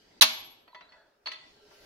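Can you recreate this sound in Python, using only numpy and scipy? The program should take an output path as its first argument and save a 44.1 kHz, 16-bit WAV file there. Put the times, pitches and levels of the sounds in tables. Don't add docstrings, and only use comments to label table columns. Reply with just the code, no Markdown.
import sys
import numpy as np
from scipy import signal
from scipy.io import wavfile
from scipy.ndimage import uniform_filter1d

SR = 44100
rng = np.random.default_rng(int(sys.argv[2]) if len(sys.argv) > 2 else 0)


def decibels_to_gain(level_db):
    exponent = np.asarray(level_db, float) / 20
    return 10 ** exponent


def master_out(mix):
    frames = np.transpose(np.atleast_2d(mix))
    ceiling = np.clip(frames, -1, 1)
    pcm = np.round(ceiling * 32767).astype(np.int16)
    wavfile.write(sys.argv[1], SR, pcm)


N = 81585

# (time [s], strength [dB], left-right [dB])
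CONTACTS = [
    (0.2105, -4, 6),
    (0.218, 3, 0.5),
    (0.2218, -2, 1),
    (0.2275, -8.5, -5),
    (.236, -10, 0.5),
]
# (time [s], level [dB])
MOTION = [(0, -12.5), (.2, -10.5), (.45, -6.5), (.7, -24), (.95, -18), (1.2, -27.5), (1.35, -13),
          (1.5, -11), (1.62, -13), (1.74, -5.5), (1.79, -7.5), (1.85, -5)]
MIC_LAG_S = 0.00013


def evened(x):
    return x / np.sqrt(np.mean(x ** 2) + 1e-20)


def read(points, hz):
    f, value = np.transpose(points)
    return np.interp(np.log(hz + 1), np.log(f + 1), value)


def curve(points):
    return decibels_to_gain(np.interp(np.arange(N) / SR, *np.transpose(points)))


def add(mix, start_s, sound):
    part = mix[:, round(start_s * SR):][:, :sound.shape[1]]
    part += sound[:, :part.shape[1]]


def noise(colour, patchy_db):
    # (frequency [Hz], correlation [-1..1])
    likeness = [(60, 0.85), (240, 0.95), (950, -0.19), (3770, -0.076), (15000, 0.095)]
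    frames, hz = N // 256 + 5, np.fft.rfftfreq(1024, 1 / SR)
    a, b, c, d, patches = rng.standard_normal((frames, 513, 5)).T
    patches = uniform_filter1d(patches, size=8, axis=0)
    patches = evened(uniform_filter1d(patches, size=10, axis=1))
    same = np.clip(read(likeness, hz), -1, 1)[:, None]
    left = a + 1j * b
    lag = np.exp(-2j * np.pi * hz * MIC_LAG_S)[:, None]
    right = same * left * lag + np.sqrt(1 - same ** 2) * (c + 1j * d)
    spectra = np.array([left, right]) * decibels_to_gain(read(colour, hz)[:, None] + patchy_db * patches)
    return evened(signal.istft(spectra, nperseg=1024, noverlap=768)[1][:, :N])


def rubbed(body, pressure):
    grit, out = rng.standard_normal((2, N)), 0
    grit = grit + 0.89 * grit[::-1]
    for hz, width_hz, db in body:
        turn = np.exp(2j * np.pi * hz * np.arange(N) / SR)
        r = np.exp(-np.pi * width_hz / SR)
        band = signal.lfilter([1 - r], [1, -r], grit / turn)
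        band = signal.lfilter([1 - r], [1, -r], band)
        out = out + decibels_to_gain(db) * evened((turn * band).real)
    return evened(out) * curve(pressure)


def ring(modes, seconds, rise_s, tilt_db=0):
    apart_hz = 1450
    hz, db, t60, pan_db = np.transpose(modes)[:, :, None]
    t = np.arange(round(seconds * SR)) / SR
    fade = decibels_to_gain(db + tilt_db * np.log2(hz / 4000) - 60 * t / np.maximum(t60, 0.01))
    u = rng.random((2, len(modes), 1))
    left = 2 * np.pi * u[0]
    right = left - 2 * np.pi * (hz * MIC_LAG_S + (u[1] - 0.5) * np.minimum(hz / apart_hz, 1))
    sides = []
    for side, phase in ((0.94, left), (-0.75, right)):
        partials = fade * decibels_to_gain(side * pan_db / 2) * np.sin(2 * np.pi * hz * t + phase)
        sides.append(partials.sum(0))
    return np.array(sides) * (1 - np.exp(-t / rise_s))


def crowd(colour, t60, level_db, spread_db, count):
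    u = rng.random((count, 3))
    hz = 150 + 15800 * ((np.arange(count) + u[:, 0]) / count) ** 1.5
    db = level_db + read(colour, hz) + 5 * np.log10(hz / 4000) + spread_db * (u[:, 2] - 0.5)
    return np.transpose([hz, db, read(t60, hz) * (0.55 + 0.49 * u[:, 1]), 0 * hz])


def gripped(sound, free_s, db_per_s, depth_db=200):
    held_s = np.arange(sound.shape[1]) / SR - free_s
    return sound * decibels_to_gain(-np.clip(db_per_s * held_s, 0, depth_db))


def wavering(count, depth_db):
    span = round(0.006 * SR)
    drift = uniform_filter1d(uniform_filter1d(rng.standard_normal(count), span), span)
    return decibels_to_gain(depth_db * evened(drift))


def room_hum():
    # (frequency [Hz], level [dB])
    hum_colour = [(15, -34), (25, -6), (291, -24.5), (499, -1.5), (1120, -11), (1250, -6), (1770, -14),
                  (4800, -33.5), (15700, -28.5)]
    return decibels_to_gain(-73.5) * noise(hum_colour, 0.5)


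def rumble():
    # (frequency [Hz], level [dB])
    rumble_colour = [(15, -14.5), (30, -2), (60, -2), (100, -8), (200, -41.5), (400, -80.5)]
    return decibels_to_gain(-69.5) * curve(MOTION) ** 0.75 * noise(rumble_colour, 1.9)


def clothes():
    # (frequency [Hz], level [dB])
    rustle_colour = [(15, -52), (25, -23), (381, -1.5), (472, -8.5), (952, -9.5), (1090, -18), (1770, -13),
                     (5070, -12.5), (15700, -48.5)]
    return decibels_to_gain(-51.5) * curve(MOTION) * noise(rustle_colour, 3.1)


def scuff():
    # (frequency [Hz], level [dB])
    grit_colour = [(2000, -28), (5000, -2), (8000, -9), (11000, 1.5), (14000, -2), (16000, -7.5)]
    # (time [s], level [dB])
    scuff_level = [(1.35, -110), (1.5, -84), (1.56, -85), (1.7, -79), (1.74, -70), (1.78, -72.5),
                   (1.85, -69.5)]
    return curve(scuff_level) * noise(grit_colour, 2.1)


def tool_drag():
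    # (frequency [Hz], width [Hz], level [dB])
    tool_body = [(415, 18, 3), (600, 40, -7), (1370, 30, -6), (1560, 50, -6), (2550, 200, -16)]
    # (time [s], level [dB])
    drag_pressure = [(1.48, -80), (1.6, -65), (1.7, -63), (1.79, -65), (1.85, -62)]
    return rubbed(tool_body, drag_pressure)


def hammer_slide():
    # (frequency [Hz], width [Hz], level [dB])
    head_body = [(636, 170, 0), (870, 100, -4), (1495, 250, -1.5), (1640, 210, -0.5), (3400, 130, -11.5)]
    # (time [s], level [dB])
    slide_pressure = [(.8, -87.5), (.86, -68), (.96, -63), (1.03, -64.5), (1.13, -77), (1.22, -94)]
    return rubbed(head_body, slide_pressure)


def stand_lines():
    POST, COLLAR, FOOT, LEG, RIB = 4378, 3968, 986, 1978, 2191
    # (time [s], frequency [Hz], level [dB], t60 [s], free ring [s])
    woken = [(0.68, POST, -61, 0.53, 0.098), (.678, FOOT, -59.5, .4, .032), (.678, LEG, -72, 0.37, 0.045),
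             (0.73, FOOT, -49.5, 0.43, 0.0047), (.757, FOOT, -47, 0.21, 0.041),
             (.746, LEG, -51.5, 0.33, 0.048), (0.82, COLLAR, -53, 0.16, 0.056),
             (.748, POST, -70, 0.35, .02), (0.75, POST, -56, 0.45, .045), (0.89, POST, -54.5, 0.18, .05),
             (.808, FOOT, -63, .2, .02), (.808, LEG, -62, 0.35, .04), (0.72, COLLAR, -63, 0.25, 0.047),
             (.92, POST, -59.5, 0.37, 0.087), (.92, LEG, -56.5, 0.37, 0.034),
             (.935, FOOT, -58.5, 0.37, 0.023), (1.265, COLLAR, -37, 0.13, .012),
             (1.258, POST, -33.5, .3, 0.01), (1.2715, POST, -34.5, 0.11, 0.018),
             (1.269, FOOT, -42.5, 0.12, 0.019), (1.274, RIB, -47.5, 0.18, 0.027),
             (1.312, POST, -50, 0.26, 0.016), (1.334, POST, -40.5, 0.19, 0.0066),
             (1.318, LEG, -46, 0.15, .05), (1.316, COLLAR, -50, .12, 0.036), (1.4, LEG, -58.5, 0.62, 0.06),
             (1.42, POST, -61, 0.54, 0.039), (1.54, POST, -68, 0.55, 0.037), (1.3, LEG, -67, .6, .06)]
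    out, t = np.zeros((2, N)), np.arange(round(0.3 * SR)) / SR
    side_lag_s = np.array([[0], [0.00003]])
    for start_s, hz, db, t60, free_s in woken:
        turn = hz * (t - side_lag_s) + rng.random()
        sound = np.sin(2 * np.pi * turn) * decibels_to_gain(db - 60 * t / t60) * (1 - np.exp(-t / 0.0015))
        add(out, start_s, gripped(sound * wavering(len(t), 1.2), free_s, 1600, 18))
    return out


def knocks():
    # (time [s], thud level [dB], bar level [dB], plate level [dB], brightness [dB per octave])
    hits = [
        (0.677, -59, -67, -73.5, -6.5),
        (.746, -46, -62, -55, -3.5),
        (.808, -50, -59.5, -66.5, -5),
        (.92, -56.5, -58, -63, -3),
        (1.2585, -37.5, -33, -46.5, -2),
        (1.269, -31.5, -28, -44.5, -1),
        (1.3156, -34.5, -43, -46.5, 2),
        (1.334, -49, -54.5, -44.5, 1.5),
        (1.709, -64, -85, -86, -8),
    ]
    # (frequency [Hz], level [dB])
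    thud_colour = [(150, -38.5), (500, -21), (1000, -6), (3000, -1), (4200, -4), (6000, -16), (9000, -39.5),
                   (11500, -32), (14000, -66)]
    # (frequency [Hz], t60 [s])
    thud_t60 = [(150, 0.27), (1000, 0.093), (4000, 0.054), (14000, 0.12)]
    # (frequency [Hz], level [dB], t60 [s], left-right [dB])
    bar_modes = [(4300, -10, .1, 0), (4440, -7, .15, 0), (4505, -10, .12, 0)]
    # (frequency [Hz], level [dB], t60 [s], left-right [dB])
    plate_modes = [(630, -11, .35, 0), (1303, -7, .25, 0), (1637, -8, .12, 0), (1900, -8, .5, 0),
                   (2191, -5, .12, 0), (2600, -8, .45, 0), (3390, -6, .2, 0), (3494, -8, .6, 0),
                   (3150, -10, .5, 0), (3590, -8, .2, 0)]
    out = stand_lines()
    for start_s, thud_db, bar_db, plate_db, tilt_db in hits:
        thud_modes = crowd(thud_colour, thud_t60, -7, 7.8, count=120)
        add(out, start_s, decibels_to_gain(thud_db) * ring(thud_modes, 0.14, 0.0018, tilt_db))
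        for modes, db, slope_db in ((bar_modes, bar_db, 0), (plate_modes, plate_db, tilt_db)):
            sound = ring(modes, 0.36, 0.0016, slope_db)
            sound = sound * decibels_to_gain(db) * wavering(sound.shape[1], 3)
            add(out, start_s, gripped(sound, free_s=0.028, db_per_s=902, depth_db=8))
    return out


def chisel():
    # (frequency [Hz], level [dB], t60 [s], left-right [dB])
    rod_modes = [(7570, -62, .5, 3), (11470, -47, .8, 4), (11488, -60, .8, 4)]
    # (frequency [Hz], level [dB], t60 [s], left-right [dB])
    overtone = [(15371, -75, .4, 1)]
    # (time [s], level [dB])
    rocks = [(.375, -4), (.43, -13), (.493, -8), (.57, -9), (.665, -9)]
    rock_s = 0.011
    out, t = np.zeros((2, N)), np.arange(N) / SR
    add(out, 0, decibels_to_gain(-38) * ring(rod_modes, 0.2, 0.001))
    add(out, 0.275, decibels_to_gain(5) * gripped(ring(rod_modes, 0.5, 0.035), 0.26, 300, 9))
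    add(out, 0.385, ring(overtone, 0.2, 0.01))
    dips_db = sum(db * np.exp(-((t - s) / rock_s) ** 2) for s, db in rocks)
    return out[:1] * decibels_to_gain(np.array([[0], [-3]])) * decibels_to_gain(dips_db)


def face_and_axle():
    # (frequency [Hz], level [dB], t60 [s], left-right [dB])
    face_modes = [(3952, -7.5, .12, -12.5), (10120, -23, 0.15, 3.5)]
    axle_hz = [238, 635, 990, 2210, 2243, 105, 2686, 2979, 3085, 3390, 3693, 3764, 3901, 3965, 4025, 4409,
               4533, 5206]
    # (level [dB], t60 [s], left-right [dB])
    axle_decay = [(-35, 0.34, 4.5), (-27.5, .3, 1.5), (-19.5, 0.16, 0.5), (-22, .15, 3), (-22.5, 0.44, 1.5),
                  (-42.5, 0.07, 2.5), (-14.5, .2, 0.5), (-25, .45, 1.5), (-31, .6, -0.5),
                  (-13.5, 0.054, -0.5), (-29.5, 0.3, 0.5), (-21, 0.14, -2.5), (-11, 0.082, -4),
                  (-15, 0.13, -4.5), (-14.5, 0.22, -4), (-18, .3, -4), (-18.5, .2, -3.5), (-19.5, 0.071, 0)]
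    out = np.zeros((2, N))
    add(out, CONTACTS[0][0], gripped(ring(face_modes, 0.03, 0.00047), free_s=0.0055, db_per_s=4500))
    add(out, CONTACTS[1][0], decibels_to_gain(-7) * ring(np.column_stack([axle_hz, axle_decay]), 0.5, 0.0012))
    return out


def frame_clang():
    # (frequency [Hz], level [dB])
    frame_colour = [(100, -44.5), (480, -27.5), (700, -19.5), (1100, -13), (2200, -12.5), (3500, -5.5),
                    (6000, -9.5), (8300, -22), (10800, -13), (16000, -25)]
    # (frequency [Hz], t60 [s])
    frame_t60 = [(150, 0.057), (700, .12), (2000, 0.1), (4000, 0.089), (8000, 0.045), (16000, .07)]
    out = np.zeros((2, N))
    frame_modes = crowd(frame_colour, frame_t60, -18.5, 4.3, count=330)
    for start_s, db, pan_db in CONTACTS:
        sides = decibels_to_gain([[db + pan_db / 2], [db - pan_db / 2]])
        add(out, start_s, ring(frame_modes, 0.11, rise_s=0.0017) * sides)
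    return out


def garage(x):
    # (frequency [Hz], t60 [s])
    room_t60 = [(150, 1), (600, 0.99), (1500, 0.45), (3000, 0.64), (6000, 0.43), (9000, 0.31),
                (16000, 0.16)]
    taps = np.zeros((2, SR))
    at = np.arange(300, SR - 20, 20) + rng.integers(0, 20, (2, (SR - 301) // 20))
    np.put_along_axis(taps, at, rng.choice([-1., 1.], at.shape), 1)
    hz, t, z = signal.stft(taps, SR, nperseg=256)
    decay = decibels_to_gain(-60 * t / read(room_t60, hz)[:, None])
    tail = signal.istft(z * decay, SR, nperseg=256)[1]
    return signal.fftconvolve(x, tail / np.linalg.norm(tail[0]), axes=1)[:, :N]


def scene():
    floor = room_hum() + rumble() + clothes() + scuff()
    rubbing = tool_drag() + hammer_slide()
    light, clang, tones = knocks(), frame_clang(), face_and_axle()
    wet = garage(decibels_to_gain(-14.5) * clang + decibels_to_gain(-22) * tones + decibels_to_gain(-10.5) * light)
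    return floor + rubbing + light + chisel() + clang + tones + wet


def roll_off(x):
    return signal.sosfilt(signal.butter(12, 15880, fs=SR, output="sos"), x)


def record(dry):
    t = np.arange(N) / SR - CONTACTS[0][0]
    duck_db = uniform_filter1d(-20 * ((t > -0.010) & (t < -0.002)), size=100)
    x = np.clip(dry * decibels_to_gain(duck_db), -1, 1)
    lowpass = signal.firwin(511, 16000, window=("kaiser", 9), fs=SR)
    return roll_off(signal.oaconvolve(x, lowpass[None], "same"))


dry = scene()
out = record(dry)
master_out(out)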